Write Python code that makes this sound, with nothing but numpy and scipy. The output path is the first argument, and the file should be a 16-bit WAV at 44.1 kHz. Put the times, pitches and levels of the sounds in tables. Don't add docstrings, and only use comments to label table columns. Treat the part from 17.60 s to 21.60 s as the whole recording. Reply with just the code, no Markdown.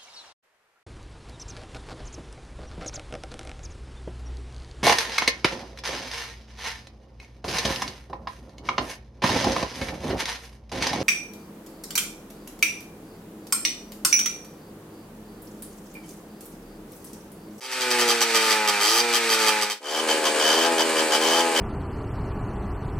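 import sys
import numpy as np
from scipy import signal
from scipy.fft import rfft, irfft
from scipy.io import wavfile

SR = 44100
rng = np.random.default_rng(int(sys.argv[2]) if len(sys.argv) > 2 else 0)


def generate_wav(sig):
    pcm = np.round(np.clip(np.atleast_2d(sig).T, -1, 1) * 32767).astype(np.int16)
    wavfile.write(sys.argv[1], SR, pcm)


N = 176400

# t/s, opening/0-1
THROTTLE = [(1.2, 0), (1.25, 1), (1.34, 1), (1.41, 0)]


def undb(db):
    return 10 ** (np.asarray(db) / 20)


def level(x, db):
    return x * undb(db) / np.sqrt(np.mean(x ** 2) + 1e-20)


def curve(rows, t):
    return np.interp(t, *np.array(rows, float).T)


def convolve(x, response):
    return signal.fftconvolve(np.atleast_2d(x), np.atleast_2d(response), axes=1)[:, :N]


def colour(x, points, skirt_db=0):
    hz, db = np.array(points, float).T
    size = 4096
    octave = np.log2(np.maximum(np.arange(size // 2 + 1) * SR / size, 1))
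    knots = np.log2(hz)
    gain_db = np.interp(octave, knots, db) - skirt_db * abs(octave - np.clip(octave, knots[0], knots[-1]))
    cepstrum = irfft(np.log(undb(gain_db) + 1e-5))
    cepstrum[1:size // 2] *= 2
    cepstrum[size // 2 + 1:] = 0
    return convolve(x, irfft(np.exp(rfft(cepstrum))))


def decay(seconds):
    return np.exp(-np.arange(SR // 4) / SR / seconds)


def spread(pair):
    # f/Hz, level/dB
    side_eq = [(100, -1), (300, -29), (700, -23), (1500, -30), (3000, -18), (5000, -3.5), (9000, -7.5),
               (13000, -20)]
    return pair[0] + colour(pair[1], side_eq) * np.array([[1], [-1]])


def pulses(times, sizes):
    out = np.zeros(N)
    at = times[:, None] * SR
    taps = at.astype(int) + np.arange(-7, 9)
    clicks = sizes[:, None] * np.sinc(taps - at) * np.sinc((taps - at) / 8)
    np.add.at(out, np.clip(taps, 0, N - 1), clicks)
    return out


def puffs(clicks, seconds):
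    return convolve(clicks, decay(seconds)) * rng.standard_normal((2, N))


def outdoor_air():
    # f/Hz, level/dB
    air_eq = [(20, -11), (60, 1), (150, -28), (400, -17), (2000, -34), (15000, -50)]
    return colour(rng.standard_normal((2, N)), air_eq)


def garden(x, decay_s=0.028, wet_db=-4.5):
    tail = decay(decay_s) * rng.standard_normal((2, SR // 4))
    tail /= np.sqrt(np.sum(tail ** 2, axis=1, keepdims=True))
    return x + undb(wet_db) * colour(convolve(x, tail), [(300, -9), (1000, -3), (4000, 0), (12000, -3)])


def pipe_smear(x, seconds):
    hz = np.arange(N // 2 + 1) * SR / N
    delay = seconds * hz / (hz + 600)
    return irfft(rfft(x) * np.exp(-2j * np.pi * np.cumsum(delay) * SR / N), N)


def exhaust_rasp(times, scatter_db, view, open_db=5):
    # t/s, level/dB
    envelope = [(0, 2.5), (.38, 1.5), (.6, -0.5), (.8, 4), (.93, 6), (1.05, 6), (1.18, 5.5), (1.27, -4.5),
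                (1.38, 1.5), (1.5, 2.5), (1.7, 1), (1.87, 6), (2.03, 3.5), (2.4, -5), (2.77, -8),
                (3.05, 2.5), (3.3, -4.5), (3.55, -5), (3.78, 2), (4, -0.5)]
    # f/Hz, level/dB
    rear_eq = [(650, -14), (760, -3.5), (860, 11), (1010, -5), (1150, -3.5), (1300, 1.5), (1550, -5),
               (1850, -2), (2100, -10), (2400, 0.5), (3500, -17)]
    front_eq = [(650, -12), (740, -7), (835, 10), (920, -6), (1020, 0), (1120, -13), (1250, -5),
                (1450, -16), (1750, -11.5), (3000, -15.5)]
    sizes = undb(curve(envelope, times) + open_db * curve(THROTTLE, times) + scatter_db)
    pressure = pipe_smear(pulses(times, sizes), 2 * view["smear_s"])
    return colour(pressure, rear_eq if view["rear"] else front_eq, skirt_db=34)


def exhaust_thump(times, scatter_db, view):
    # t/s, level/dB
    envelope = [(0, -1), (.2, 0), (.42, 4.5), (.6, -1.5), (.8, -0.5), (1.0, 1), (1.2, -3.5), (1.42, 1),
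                (1.55, -1.5), (1.85, 2.5), (2.1, -0.5), (2.5, -3), (2.77, -3), (3.05, 0.5), (3.3, -1.5),
                (3.5, -1.5), (3.78, 0.5), (4, -3.5)]
    # f/Hz, level/dB
    rear_eq = [(110, -28), (165, -11), (210, -5.5), (255, -7), (310, -10), (360, -2), (420, 0.5), (465, 7),
               (530, -3.5), (600, -13.5), (750, -14.5)]
    front_eq = [(80, -40), (160, -29), (245, -17.5), (315, -2), (410, 4), (490, 2), (580, -4), (660, -5),
                (760, -16.5)]
    open_eq = [(220, -25), (310, 13), (450, -3), (700, -3)]
    sizes = undb(curve(envelope, times) + scatter_db)
    pressure = pipe_smear(pulses(times, sizes), view["smear_s"])
    thump = colour(pressure, rear_eq if view["rear"] else front_eq, skirt_db=16.5)
    opening = curve(THROTTLE, np.arange(N) / SR)
    return (1 - opening) * thump + opening * colour(thump, open_eq)


def metal_ring(blast, view):
    # f/Hz, bandwidth/Hz, level/dB
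    rear_modes = [(865, 59, -4), (1223, 57, -2.5), (1830, 110, -19), (3150, 36, 5), (4716, 91, -3),
                  (5770, 350, -8), (7580, 190, -11.5)]
    front_modes = [(840, 60, -7), (1020, 70, -9), (1590, 80, -7), (3085, 60, 9), (4680, 130, -6),
                   (5770, 200, -12)]
    t = np.arange(SR // 10) / SR
    ring = sum(undb(db) * width * np.exp(-np.pi * width * t) * np.cos(2 * np.pi * hz * t)
               for hz, width, db in (rear_modes if view["rear"] else front_modes))
    return convolve(blast, ring)


def combustion(times, scatter_db, view, attack_s=0.006, release_s=0.0045):
    # t/s, length/s, level/dB
    bursts = [(.003, 0.059, -1.5), (0.112, 0.019, 0), (0.208, 0.015, -0.5), (0.307, 0.013, 0.5),
              (0.386, 0.038, -1.5), (0.48, 0.037, 1), (.608, 0.021, 3), (0.742, 0.03, 1.5),
              (0.793, 0.098, -6.5), (0.902, 0.027, 0.5), (1.074, 0.022, 2), (1.205, 0.2, 0.5),
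              (1.53, 0.041, 0.5), (1.694, 0.056, -0.5), (1.792, 0.056, -3.5), (1.865, 0.031, 2),
              (2.016, 0.016, 2), (2.095, 0.032, 3), (2.226, .17, -2.5), (2.485, 0.033, -1),
              (2.643, 0.032, 1.5), (2.79, 0.16, -0.5), (2.967, 0.094, -3), (3.174, 0.041, 0),
              (3.369, 0.028, -1), (3.511, 0.046, 1), (3.606, 0.2, -2.5), (3.952, .06, -0.5)]
    # f/Hz, level/dB
    rear_eq = [(40, -44), (150, -23), (400, 6), (650, -6.5), (900, 1.5), (2000, 2.5), (3800, 3), (5400, 7),
               (6900, -8.5), (9000, -4.5), (13000, -4), (15500, -16)]
    front_eq = [(40, -24), (150, -27), (350, -17), (700, 9.5), (1000, 9.5), (2000, 1), (3800, -2.5),
                (5400, 3), (6900, -6), (9000, -14), (13000, -10), (15500, -21)]
    strength = np.zeros(len(times))
    for start, length, db in bursts:
        attack = np.clip(1 + (times - start) / attack_s, 0, 1)
        release = np.exp(-np.maximum(times - start - length, 0) / release_s)
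        strength += undb(db + scatter_db) * attack * release
    bangs = pulses(times, strength)
    blast = spread(level(puffs(bangs, view["crack_s"]), 0)) + level(bangs, view["click_db"])
    crack = colour(blast, rear_eq if view["rear"] else front_eq)
    return level(crack, view["crack_db"]) + level(metal_ring(blast, view), view["ring_db"])


def engine_rattle(times, scatter_db, view, open_db=-3):
    # t/s, level/dB
    envelope = [(0, 2), (.42, 2.5), (.58, 0), (.88, 4), (1.02, 1), (1.17, 1), (1.35, -2), (1.5, 1),
                (1.65, 2), (1.85, 3), (2.0, 2), (2.3, -1), (2.75, 1), (3.1, 0), (3.45, 0.5), (3.85, -1),
                (4, 2)]
    # f/Hz, level/dB
    rear_eq = [(300, -4), (480, -11), (700, -3.5), (860, -6.5), (1400, 3), (2000, 2.5), (2400, 2),
               (3600, -2.5), (4700, -2.5), (6800, -9), (8300, -6.5), (11000, -15), (14000, -16.5),
               (15500, -26)]
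    front_eq = [(280, 2.5), (450, 8), (720, -5), (850, 3), (1450, -0.5), (1700, 3.5), (2000, -1.5),
                (2350, 0.5), (3900, -7), (4600, -4.5), (6000, -12), (8300, -5), (11000, -15.5),
                (15500, -25)]
    knocks = pulses(times, undb(curve(envelope, times) + open_db * curve(THROTTLE, times) + scatter_db))
    parts = decay(view["clatter_s"]) * rng.standard_normal((2, SR // 4))
    clatter = level(convolve(knocks, parts), view["clatter_db"])
    hiss = level(puffs(knocks, view["gas_s"]), 0)
    return colour(spread(clatter + hiss), rear_eq if view["rear"] else front_eq, skirt_db=24.5)


def dirt_bike(speed, fade, view, jitter_s=0.00003):
    t = np.arange(N) / SR
    turns = np.cumsum(curve(speed, t)) / SR
    times = np.interp(np.arange(1, int(turns[-1])), turns, t)
    chance = rng.standard_normal((N // 200, 4))[:len(times)]
    heard = (times > fade[0][0]) & (times < fade[-1][0])
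    timing, weight, roughness, force = chance[heard].T
    times = times[heard] + jitter_s * timing
    mix = level(exhaust_thump(times, 0.96 * weight, view), view["thump_db"])
    mix = mix + level(exhaust_rasp(times, 0.96 * roughness, view), view["rasp_db"])
    mix = mix + level(engine_rattle(times, 2.1 * roughness, view), view["rattle_db"])
    mix += combustion(times, -0.43 * force, view)
    mix += level(outdoor_air(), -73)
    pan = undb(np.array([[1], [-1]]) * view["pan_db"] / 2)
    return mix * curve(fade, t) * pan


def scene():
    # t/s, turns per second/Hz
    rear_speed = [(0.0, 129.1), (0.08, 129.6), (0.18, 128.2), (0.25, 124.7), (0.53, 117.3), (0.67, 115.5),
                  (0.73, 113.0), (0.76, 113.2), (1.17, 102.4), (1.2, 100.8), (1.24, 103.6), (1.33, 113.6),
                  (1.41, 119.6), (1.63, 115.4), (1.68, 113.3), (2.0, 105.5), (2.09, 104.5), (2.18, 105.1)]
    front_speed = [(2.23, 72.7), (2.352, 79.0), (2.412, 80.0), (2.47, 78.3), (2.524, 78.6), (2.634, 76.4),
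                   (2.712, 76.7), (2.796, 74.9), (3.004, 82.9), (3.078, 84.3), (3.166, 81.3), (3.24, 81.9),
                   (3.362, 78.6), (3.436, 79.1), (3.502, 76.4), (3.762, 84.1), (3.812, 84.3), (4.0, 80.3)]
    # t/s, gain
    rear_fade = [(0, 0.074), (.1, 0.23), (.25, 0.7), (.4, 1), (1.92, 0.92), (2.05, 0.69), (2.14, 0.23),
                 (2.2, 0.012), (2.22, 0)]
    front_fade = [(2.19, 0), (2.23, 0.13), (2.35, 0.53), (2.5, 1), (4, 0.98)]
    rear = dict(rear=True, thump_db=-33.5, rasp_db=-32.5, rattle_db=-28.5, crack_db=-32, ring_db=-31,
                clatter_db=-2, click_db=-4.5, pan_db=-0.16,
                clatter_s=0.025, gas_s=0.04, crack_s=0.0077, smear_s=0.009)
    front = dict(rear=False, thump_db=-32, rasp_db=-33.5, rattle_db=-29.5, crack_db=-34.5, ring_db=-32,
                 clatter_db=1, click_db=-11.5, pan_db=1.14,
                 clatter_s=0.026, gas_s=0.064, crack_s=0.012, smear_s=0.014)
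    return garden(dirt_bike(rear_speed, rear_fade, rear) + dirt_bike(front_speed, front_fade, front))


def record(dry):
    pair = np.array([dry[0], np.r_[0, dry[1, :-1]]])
    return signal.sosfilt(signal.ellip(12, .2, 80, 15700, fs=SR, output="sos"), pair)


dry = scene()
out = record(dry)
generate_wav(out)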